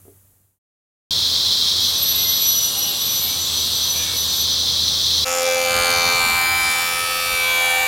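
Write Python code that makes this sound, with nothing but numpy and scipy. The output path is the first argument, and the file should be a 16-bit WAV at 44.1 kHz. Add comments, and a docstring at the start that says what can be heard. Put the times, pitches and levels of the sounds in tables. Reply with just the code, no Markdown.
"""A jointer planes a board in a wood shop: knives chop each turn, slot tones hoot and scream, board thuds.
Before it, a table saw hisses with noise and motor harmonics; its blade sings in two wavering tones.
First of all, a quiet room of hum and colored noise fades away from the start, with a soft triple knock
of decaying modes early on. The three moments follow in turn, in mono.
Chops are stroke waveforms that repeat per turn and slowly renew."""
import sys
import numpy as np
from scipy import signal
from scipy.fft import rfft, irfft, next_fast_len
from scipy.io import wavfile
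from scipy.ndimage import uniform_filter1d, map_coordinates

SR = 44100
rng = np.random.default_rng(int(sys.argv[2]) if len(sys.argv) > 2 else 0)


def persist_wave(psi):
    """Save psi, clipped to +-1, as 16-bit WAV."""
    counts = np.round(np.clip(psi, -1, 1) * 32767).astype(np.int16)
    wavfile.write(sys.argv[1], SR, np.atleast_2d(counts).T)


N = 347067
TIME = np.arange(N) / SR
SAW_START_S, JOINTER_START_S = 1.107, 5.246


def from_db(db):
    """Decibels to gain."""
    return 10 ** (np.asarray(db) / 20)


def rms_one(x):
    """Scale to rms 1."""
    return x / np.sqrt(np.mean(x ** 2) + 1e-20)


def in_time(rows):
    """Interpolate each column of a time curve to every sample."""
    s, *columns = np.transpose(rows)
    return [np.interp(TIME, s, c) for c in columns]


def gain_at(spectrum, hz):
    """Gain of a spectrum, log-interpolated in f, falling 12 dB per octave past its ends."""
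    f, db = np.transpose(spectrum)
    hz = np.maximum(hz, 1)
    low_cut = np.minimum(1, hz / f[0]) ** 2
    high_cut = np.minimum(1, f[-1] / hz) ** 2
    return from_db(np.interp(np.log(hz), np.log(f), db)) * low_cut * high_cut


def noise(spectrum):
    """Steady turbulence: white noise shaped by a spectrum, rms 1."""
    size = next_fast_len(N)
    white = rfft(rng.standard_normal(size))
    gain = gain_at(spectrum, np.fft.rfftfreq(size, 1 / SR))
    return rms_one(irfft(white * gain, size)[:N])


def drift(corner_hz):
    """Slow random wander, spread 1: noise through a double pole, run at SR / 40."""
    r = np.exp(-80 * np.pi * corner_hz / SR)
    white = rng.standard_normal(N // 40 + 2002)
    slow = signal.lfilter([1], [1, -2 * r, r * r], white)[2000:]   # settled part
    return np.interp(np.arange(N) / 40, np.arange(len(slow)), rms_one(slow))


def turns_of(hz):
    """Cycles completed at a steady or moving rate."""
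    return np.cumsum(hz * np.ones(N)) / SR


def sine(turns):
    """Sine of rms 1 with a random start phase."""
    return np.sqrt(2) * np.sin(2 * np.pi * (turns + rng.random()))


def between(start_s, end_s, edge_s):
    """1 from start to end, with linear ramps inside."""
    return np.clip((TIME - start_s) / edge_s, 0, 1) * np.clip((end_s - TIME) / edge_s, 0, 1)


def swell(start_s, end_s):
    """Rounded rise and fall, at half height at start and end."""
    from_middle = np.abs((2 * TIME - start_s - end_s) / (end_s - start_s))
    return .5 ** np.minimum(from_middle ** 3, 40)


def cutting(turns, color, renew_per_s, patchy_db, evenness=0, skip=()):
    """A rotating cutter meets nearly the same fibers at each turn; the feed slowly brings new ones."""
    fibers = rng.standard_normal((int(TIME[-1] * renew_per_s) + 3, 512))
    orders = rfft(fibers)
    orders /= np.abs(orders) ** evenness
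    # the grain favors clusters of neighboring harmonics
    clusters = rms_one(uniform_filter1d(rng.standard_normal(orders.shape), size=7))
    orders *= from_db(patchy_db * clusters)
    mean_hz = turns[-1] / TIME[-1]
    orders *= gain_at(color, np.arange(orders.shape[1]) * mean_hz)
    orders[:, list(skip)] = 0
    strokes = irfft(orders, 4096)
    strokes /= strokes.std(axis=1, keepdims=True)
    feed = TIME * renew_per_s + rng.random()
    place = [feed, turns % 1 * strokes.shape[1]]
    sound = map_coordinates(strokes, place, order=1, mode="grid-wrap")
    blend = feed % 1
    return sound / np.hypot(blend, 1 - blend)   # level held through the crossfade


# room noise color: [f/Hz, relative level/dB per Hz]
ROOM_COLOR = [(30, 2), (120, 10), (220, 0), (500, -5), (900, -9), (2500, -15.5), (5200, -16.5),
              (7000, -7.5), (12000, -2.5), (15500, -5.5)]
# slat bumping a wooden frame: [t/s, gain/dB]
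KNOCKS = [(.053, -50), (.066, -52), (.081, -43)]
# frame modes: [f/Hz, relative level/dB, t60/s]
FRAME_MODES = [(287, -8, 0.22), (365, -10, 0.24), (390, -5, .22), (430, -1, 0.17), (550, -9, .1),
               (674, -11, 0.097), (1220, -20, .06)]
ROOM_HUM_HZ, HUM_DB, AIR_DB = 95, -55.5, -51.5   # levels before the fade
FADE_END_S, FADE_POWER = 0.59, 0.84


def quiet_room():
    """Hum and hiss fade away from the start; a slat bumps the frame and its modes ring briefly."""
    fade = np.clip(1 - TIME / FADE_END_S, 0, 1) ** FADE_POWER
    hum = from_db(HUM_DB) * sine(turns_of(ROOM_HUM_HZ))
    air = from_db(AIR_DB) * noise(ROOM_COLOR)
    room = fade * (hum + air)
    age_s = TIME[:SR // 2]
    ring = sum(from_db(db - 60 * age_s / t60_s) * np.sin(2 * np.pi * hz * age_s)
               for hz, db, t60_s in FRAME_MODES)
    for s, db in KNOCKS:
        room[int(s * SR):][:len(age_s)] += from_db(db) * ring
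    return room


# teeth hiss before trim and flutter, sinking as the board covers the blade: [t/s, level/dB]
TEETH_LEVEL = [(1.15, -19), (1.75, -18), (2.1, -21.5), (2.32, -20.5), (2.72, -25.5), (3.88, -21),
               (3.91, -25.5), (4.43, -20.5), (5.2, -18.5)]


def teeth_level_db():
    """Course of the teeth's hiss in dB."""
    return in_time(TEETH_LEVEL)[0]


def cover_db():
    """How far the board covers the blade, as dB of the teeth's hiss that it takes away."""
    hiss_db = teeth_level_db()
    return hiss_db.max() - hiss_db


# air whirled by the teeth: [f/Hz, relative level/dB per Hz]
TEETH_COLOR = [(1800, -29), (2850, -25), (3050, -15), (3250, -2), (4150, 2), (4600, -4.5), (5200, -7.5),
               (6000, -13.5), (6900, -20.5), (9000, -26.5), (15500, -24.5)]
# brighter edge of bare teeth: [f/Hz, relative level/dB per Hz]
BARE_COLOR = [(4200, -13), (5400, 3), (6300, -5), (7500, -19.5)]
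# cabinet and motor rumble: [f/Hz, relative level/dB per Hz]
RUMBLE_COLOR = [(25, -17), (55, -2), (85, 8.5), (130, 4), (220, 1.5), (480, -1), (750, -4.5), (1100, 0),
                (1500, -6), (2500, -11), (6000, -6)]
# teeth in the wood and flying dust: [f/Hz, relative level/dB per Hz]
RASP_COLOR = [(600, -2.5), (2000, -8.5), (3000, 8.5), (6000, 3.5), (8000, 3.5), (9500, 1), (11000, 1),
              (12600, 0), (13700, 0), (15800, -5)]
# motor harmonics: [multiple of shaft speed, relative level/dB]
MOTOR_ORDERS = [(1, -1.5), (2, -11.5), (6, -15.5)]
# motor hum before flutter: [t/s, level/dB]
MOTOR_LEVEL = [(1.15, -42.5), (2.1, -47), (2.68, -58), (3.55, -40), (5.2, -36)]
SAW_HZ = 80.87   # mean shaft speed
RUMBLE_DB = -35.5
BARE_DB, BARE_LOSS_PER_COVER = -29, 2.5     # free blade; dB lost per dB of cover
RASP_DB, RASP_PER_COVER = -31.5, 0.31       # free blade, before part levels; dB gained per dB of cover


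def table_saw():
    """Teeth whirl the air, the motor hums, and the cut rasps in step with the shaft, more under cover."""
    turns = turns_of(SAW_HZ * (1 + .002 * drift(1.966)))
    motor_db = in_time(MOTOR_LEVEL)[0] + 0.84 * drift(7.5)
    hum = from_db(motor_db) * sum(from_db(db) * sine(k * turns) for k, db in MOTOR_ORDERS)
    rumble = from_db(RUMBLE_DB) * noise(RUMBLE_COLOR)
    hiss = from_db(teeth_level_db() + 0.13 + 0.72 * drift(26)) * noise(TEETH_COLOR)
    bare = from_db(BARE_DB - BARE_LOSS_PER_COVER * cover_db()) * noise(BARE_COLOR)
    dust = from_db(-4.5) * noise(RASP_COLOR)
    strokes = cutting(turns, RASP_COLOR, renew_per_s=12, patchy_db=3.5)
    bite = from_db(-0.5) * between(1.75, 4.5, edge_s=0.12) * strokes
    rasp = from_db(RASP_DB + RASP_PER_COVER * cover_db()) * (dust + bite)
    return hum + rumble + hiss + bare + rasp


# upper tone's pitch before flutter, sagging under load: [t/s, f/Hz]
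BLADE_PITCH = [(1.82, 11995), (2.03, 11814), (2.68, 11801), (2.87, 11698), (3.28, 11950), (3.85, 11960),
               (4.05, 11846), (4.45, 11929)]
# kerf pinches, gains before flutter: [start/s, end/s, upper tone/dB, lower tone/dB]
PINCHES = [(1.8, 4.03, -38, -48), (1.98, 2.6, -26, -41), (2.36, 2.76, -40.5, -31.5),
           (2.738, 2.94, -29, -49.5), (3.002, 3.32, -29, -45), (3.75, 4.46, -45, -38),
           (4.12, 4.27, -41, -45), (4.32, 4.46, -35, -48)]
PINCH_RAMP_S = 0.045
SING_DB, SING_PER_COVER = -33, 0.13   # lower tone on the free blade; dB gained per dB of cover
FAINT_SQUEAL_DB = -47.5               # upper tone between pinches
BEAT_HZ, TWIN_SHARE = 7.6, 0.52       # twin mode: mean offset, strength relative to the lower tone


def singing_blade():
    """Rubbed by the kerf, the plate sings in two wavering tones an octave apart; pinches make it squeal."""
    pitch_hz, = in_time(BLADE_PITCH)
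    turns = turns_of(pitch_hz * (1 + 0.00068 * drift(68)))
    squeal = from_db(FAINT_SQUEAL_DB)
    song = from_db(SING_DB + SING_PER_COVER * cover_db())
    for start_s, end_s, upper_db, lower_db in PINCHES:
        pinch = between(start_s, end_s, edge_s=PINCH_RAMP_S)
        squeal = squeal + from_db(upper_db) * pinch
        song = song + from_db(lower_db) * pinch
    upper = squeal * from_db(2.95 * drift(32)) * sine(turns)
    beat_turns = turns_of(BEAT_HZ * (1 + .45 * drift(4)))
    twins = sine(turns / 2) + TWIN_SHARE * sine(turns / 2 + beat_turns)
    lower = song * from_db(2.6 * drift(33)) * twins
    return (upper + lower) * between(1.78, JOINTER_START_S, edge_s=.03)


# plate rings and rasp bursts, before a 1 dB cut: [start/s, end/s, f/Hz, noise corner/Hz, level/dB]
RINGS_AND_BURSTS = [(2.15, 2.38, 2075, 20, -45), (2.51, 3.03, 2895, 50, -39), (2.6, 2.75, 10200, 400, -36),
                    (2.6, 2.85, 8500, 300, -36), (2.68, 3.0, 795, 8, -44), (2.68, 3.05, 14670, 80, -41),
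                    (3.21, 3.35, 2295, 12, -42), (3.48, 3.68, 7950, 150, -39), (3.94, 4.16, 1730, 120, -42),
                    (3.95, 4.07, 2370, 70, -35), (4.05, 4.17, 2240, 70, -39)]


def rings_and_bursts():
    """Brief plate rings and rasp bursts of the cut, partly overlapping, swell and fade as narrow-band noise."""
    out = 0
    for start_s, end_s, hz, corner_hz, db in RINGS_AND_BURSTS:
        phase = 2 * np.pi * hz * TIME
        band = drift(corner_hz) * np.cos(phase) + drift(corner_hz) * np.sin(phase)
        out = out + from_db(db - 1.0) * swell(start_s, end_s) * band
    return out


ENTRY_S, ENTRY_LENGTH_S = 5.49, 1


def entering(at_end, in_cut):
    """Linear move from the value at the board's end to that in full cut as the end passes the knives."""
    return at_end + (in_cut - at_end) * np.clip((TIME - ENTRY_S) / ENTRY_LENGTH_S, 0, 1)


def swing(curve):
    """A level curve in dB about its mean during the planing."""
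    db, = in_time(curve)
    return db - db[TIME > JOINTER_START_S].mean()


# lesser slot tones, before trim and flutter: [start/s, end/s, multiple of cutterhead speed, level/dB]
WHISTLES = [(5.1, 6.7, 3, -46), (5.1, 6.85, 9, -33), (5.15, 5.42, 15, -30), (5.35, 6.68, 24, -32),
            (5.46, 5.83, 30, -33), (5.6, 7.3, 15, -32), (5.65, 6.2, 5, -36), (5.65, 6.85, 18, -33),
            (5.66, 6.14, 35, -34), (5.68, 6.82, 12, -32), (5.68, 6.2, 8, -40), (5.69, 6.32, 51, -28),
            (5.93, 6.43, 47, -31), (6.25, 7.33, 21, -34), (6.4, 6.78, 57, -32), (6.5, 7.1, 81, -35),
            (6.95, 7.4, 15, -33), (7.01, 7.38, 52, -33), (7.02, 7.61, 30, -33), (7.11, 7.56, 42, -33),
            (7.3, 7.9, 18, -33), (7.4, 7.7, 12, -33), (7.41, 7.76, 39, -27), (7.6, 8.0, 9, -32),
            (7.6, 7.95, 21, -31)]


def whistle_gain(order):
    """Gain of the slot tone on one multiple of the cutterhead speed: the sum of its swells."""
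    return sum(from_db(db) * swell(start_s, end_s) for start_s, end_s, k, db in WHISTLES if k == order)


# leading low slot tone, before trim: [t/s, level/dB]
HOOT = [(5.27, -29.5), (5.48, -21), (6.18, -35), (6.56, -72), (6.75, -43), (7.08, -38), (7.76, -34.5),
        (7.85, -36)]
# leading high slot tone, before trim: [t/s, level/dB]
SCREAM = [(5.27, -35), (5.38, -37), (5.47, -27.5), (6.23, -21.5), (6.68, -21.5), (7.17, -33), (7.39, -22),
          (7.6, -20), (7.85, -21.5)]
# faint floor of the lesser slot tones, before trim and flutter: [f/Hz, level/dB]
SLOT_FAINT = [(260, -61), (450, -47), (1500, -47), (3000, -44.5), (7000, -44.5)]
HOOT_ORDER, SCREAM_ORDER = 6, 27   # multiples of cutterhead speed


def slot_tones(turns):
    """Each knife pumps the air at the table lip like a siren; the moving board favors changing harmonics."""
    hoot = from_db(in_time(HOOT)[0] + 0.7) * sine(HOOT_ORDER * turns)
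    scream = from_db(in_time(SCREAM)[0] + 0.4) * sine(SCREAM_ORDER * turns)
    lesser = 0
    for k in sorted({k for _, _, k, _ in WHISTLES}):
        faint = gain_at(SLOT_FAINT, k * SPEED[0][1]) * from_db(4.4 * drift(2.8))
        gain = np.hypot(whistle_gain(k), faint)
        lesser = lesser + gain * from_db(-1.1 + 0.99 * drift(19)) * sine(k * turns)
    pumping = 1 + 0.24 * np.cos(2 * np.pi * turns)   # the proudest knife pumps hardest
    return (hoot + scream + lesser) * pumping


# steady tones: [mean f/Hz, level/dB relative to the swells of the slot tone]
WHINE = [(769, -7), (802, -6), (1565, -8)]
WHINE_ORDER = 9   # slot tone that the whine follows


def whine():
    """Steady tones beside a low slot tone rise and fall with its swells, and beat against it."""
    tones = sum(from_db(db) * sine(turns_of(hz * (1 + 0.00212 * drift(10.3)))) for hz, db in WHINE)
    return whistle_gain(WHINE_ORDER) * tones


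# board modes, before knife force: [start/s, end/s, f/Hz, level/dB]
BOARD_RINGS = [(5.27, 5.42, 7080, -27), (5.408, 5.575, 3404, -27), (5.43, 5.677, 5890, -30.5),
               (5.726, 6.403, 4327, -32)]


def board_rings(turns, speed_hz):
    """The proudest knife starts the ring of the board's end afresh at every turn."""
    age_s = turns % 1 / speed_hz
    return sum(from_db(db) * swell(start_s, end_s) * sine(hz * age_s)
               for start_s, end_s, hz, db in BOARD_RINGS)


# knives, set slightly unevenly: [position/turn, stroke strength/dB]
KNIVES = [(0, -5), (0.321, -6.5), (.62, -23)]
DRAG = (0.069, 0.41)   # steady force at the board's end, in full cut; a 0 dB stroke peaks at 1


def knife_force(turns, rise_turns, uneven_db):
    """Each knife strikes and its chip breaks away, unevenly, over a steady drag; running rms 1."""
    strikes = 0
    for at, db in KNIVES:
        age = ((turns - at) % 1) / rise_turns
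        strikes = strikes + from_db(db) * (age * np.exp(1 - age)) ** 2
    force = entering(*DRAG) + strikes * from_db(uneven_db * drift(53))
    return force / np.sqrt(uniform_filter1d(force ** 2, size=4096))


# cutterhead speed before wander: [t/s, f/Hz]
SPEED = [(5.26, 86.74), (5.7, 86.57), (6.1, 86.56), (6.4, 86.45), (6.7, 86.25), (7.2, 86.05), (7.5, 85.68),
         (7.86, 85.68)]
# knife effort, used only as swing about its mean: [t/s, level/dB]
EFFORT = [(5.3, -37), (5.64, -40.5), (5.78, -29), (7.0, -38), (7.23, -36), (7.34, -40), (7.85, -35)]
# board thudding on the bed, before trim and flutter: [t/s, level/dB]
THUD_LEVEL = [(5.3, -51), (5.68, -45), (5.73, -38.5), (6.6, -39.5), (7.0, -46), (7.47, -42), (7.59, -47),
              (7.85, -46)]
# chop body: [f/Hz, relative level/dB per Hz]
BODY_COLOR = [(80, -17), (260, -9.5), (350, -10.5), (433, -3), (600, -6.5), (690, 7), (860, -4.5),
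              (1200, 6.5), (1700, -0.5), (2000, 4.5), (2200, 0.5), (2480, 6), (2700, 0.5), (3000, -46)]
# knives' bite: [f/Hz, relative level/dB per Hz]
BITE_COLOR = [(2300, -15), (2700, 12.5), (3300, 3.5), (3550, 8.5), (4350, 3.5), (4950, 6), (5400, -30),
              (6200, -14)]
# splintering: [f/Hz, relative level/dB per Hz]
SPLINTER_COLOR = [(4600, -18), (5400, 6.5), (6000, -0.5), (6300, -0.5), (7000, 9), (7500, -2.5),
                  (9200, -0.5), (10500, -32)]
# chip spray: [f/Hz, relative level/dB per Hz]
SPRAY_COLOR = [(8400, -1.5), (9600, 1.5), (10800, 4), (12500, -0.5), (13100, 3), (14000, 1), (15800, -5)]
# board on bed: [f/Hz, relative level/dB per Hz]
THUD_COLOR = [(20, -22), (45, 2), (85, 6), (150, -2.5), (240, -2), (330, -16.5), (700, -12), (2000, -9.5)]
# rush of air: [f/Hz, relative level/dB per Hz]
RUSH_COLOR = [(150, -12), (450, 3), (650, 2.5), (790, 13), (950, 4), (2000, 0.5), (2400, 4.5), (4500, -1),
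              (8000, -4), (15800, -27)]
BODY_DB = -30.5                                       # at mean effort
BITE_DB, BITE_PER_SCREAM = -28.5, 0.15                # at mean scream; dB per dB of scream
SPLINTER_DB, SPLINTER_PER_EFFORT = (-28.5, -31), 0.27   # board's end, full cut; dB per dB of effort
SPRAY_DB = (-34, -31)                                 # board's end, full cut


def jointer():
    """Knives chop the board at every turn, over slot tones, the rush of air and the board's thudding."""
    speed_hz, = in_time(SPEED)
    turns = turns_of(speed_hz * (1 + 0.00077 * drift(23)))
    effort_db, spray_db = swing(EFFORT), entering(*SPRAY_DB)
    # harmonics that belong to the slot
    slot_orders = [HOOT_ORDER, SCREAM_ORDER] + [k for _, _, k, _ in WHISTLES]
    body = from_db(BODY_DB + effort_db) * cutting(
        turns, BODY_COLOR, renew_per_s=2.2, evenness=0.36, patchy_db=4.0, skip=slot_orders)
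    bite = from_db(BITE_DB + BITE_PER_SCREAM * swing(SCREAM)) * cutting(
        turns, BITE_COLOR, renew_per_s=2.6, patchy_db=2.5, skip=slot_orders)
    splinter_db = entering(*SPLINTER_DB) + SPLINTER_PER_EFFORT * effort_db
    splinter = from_db(splinter_db) * cutting(turns, SPLINTER_COLOR, renew_per_s=4.5, patchy_db=6.0)
    spray = from_db(spray_db) * cutting(turns, SPRAY_COLOR, renew_per_s=6.0, patchy_db=4.5)
    # loose chips differ from stroke to stroke
    chips = from_db(spray_db - 2.0) * noise(SPRAY_COLOR)
    air = from_db(-34.5) * noise(RUSH_COLOR)
    thud = from_db(in_time(THUD_LEVEL)[0] + 1.9 + 1.8 * drift(9.6)) * noise(THUD_COLOR)
    struck = bite + splinter + board_rings(turns, speed_hz)
    chop = knife_force(turns, rise_turns=0.042, uneven_db=1.5) * struck
    flying = knife_force(turns, rise_turns=0.091, uneven_db=1.7) * (spray + chips)
    return slot_tones(turns) + body + chop + flying + air + thud + whine()


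def scene():
    """Room, saw and jointer in turn, alike in both channels."""
    saw = table_saw() + singing_blade() + rings_and_bursts()
    saw = saw * between(SAW_START_S, JOINTER_START_S, edge_s=0.00028)
    planing = jointer() * between(JOINTER_START_S, 9, edge_s=0.018)
    return np.tile(quiet_room() + saw + planing, (2, 1))


CUTOFF_HZ = 15900


def record(dry):
    """The tallest peaks are rounded and the top is cut steeply."""
    rounded = dry / (1 + (dry / .6) ** 6) ** (1 / 6)
    low_pass = signal.ellip(12, .1, 90, CUTOFF_HZ, fs=SR, output="sos")
    return signal.sosfilt(low_pass, rounded)


dry = scene()
out = record(dry)
persist_wave(out)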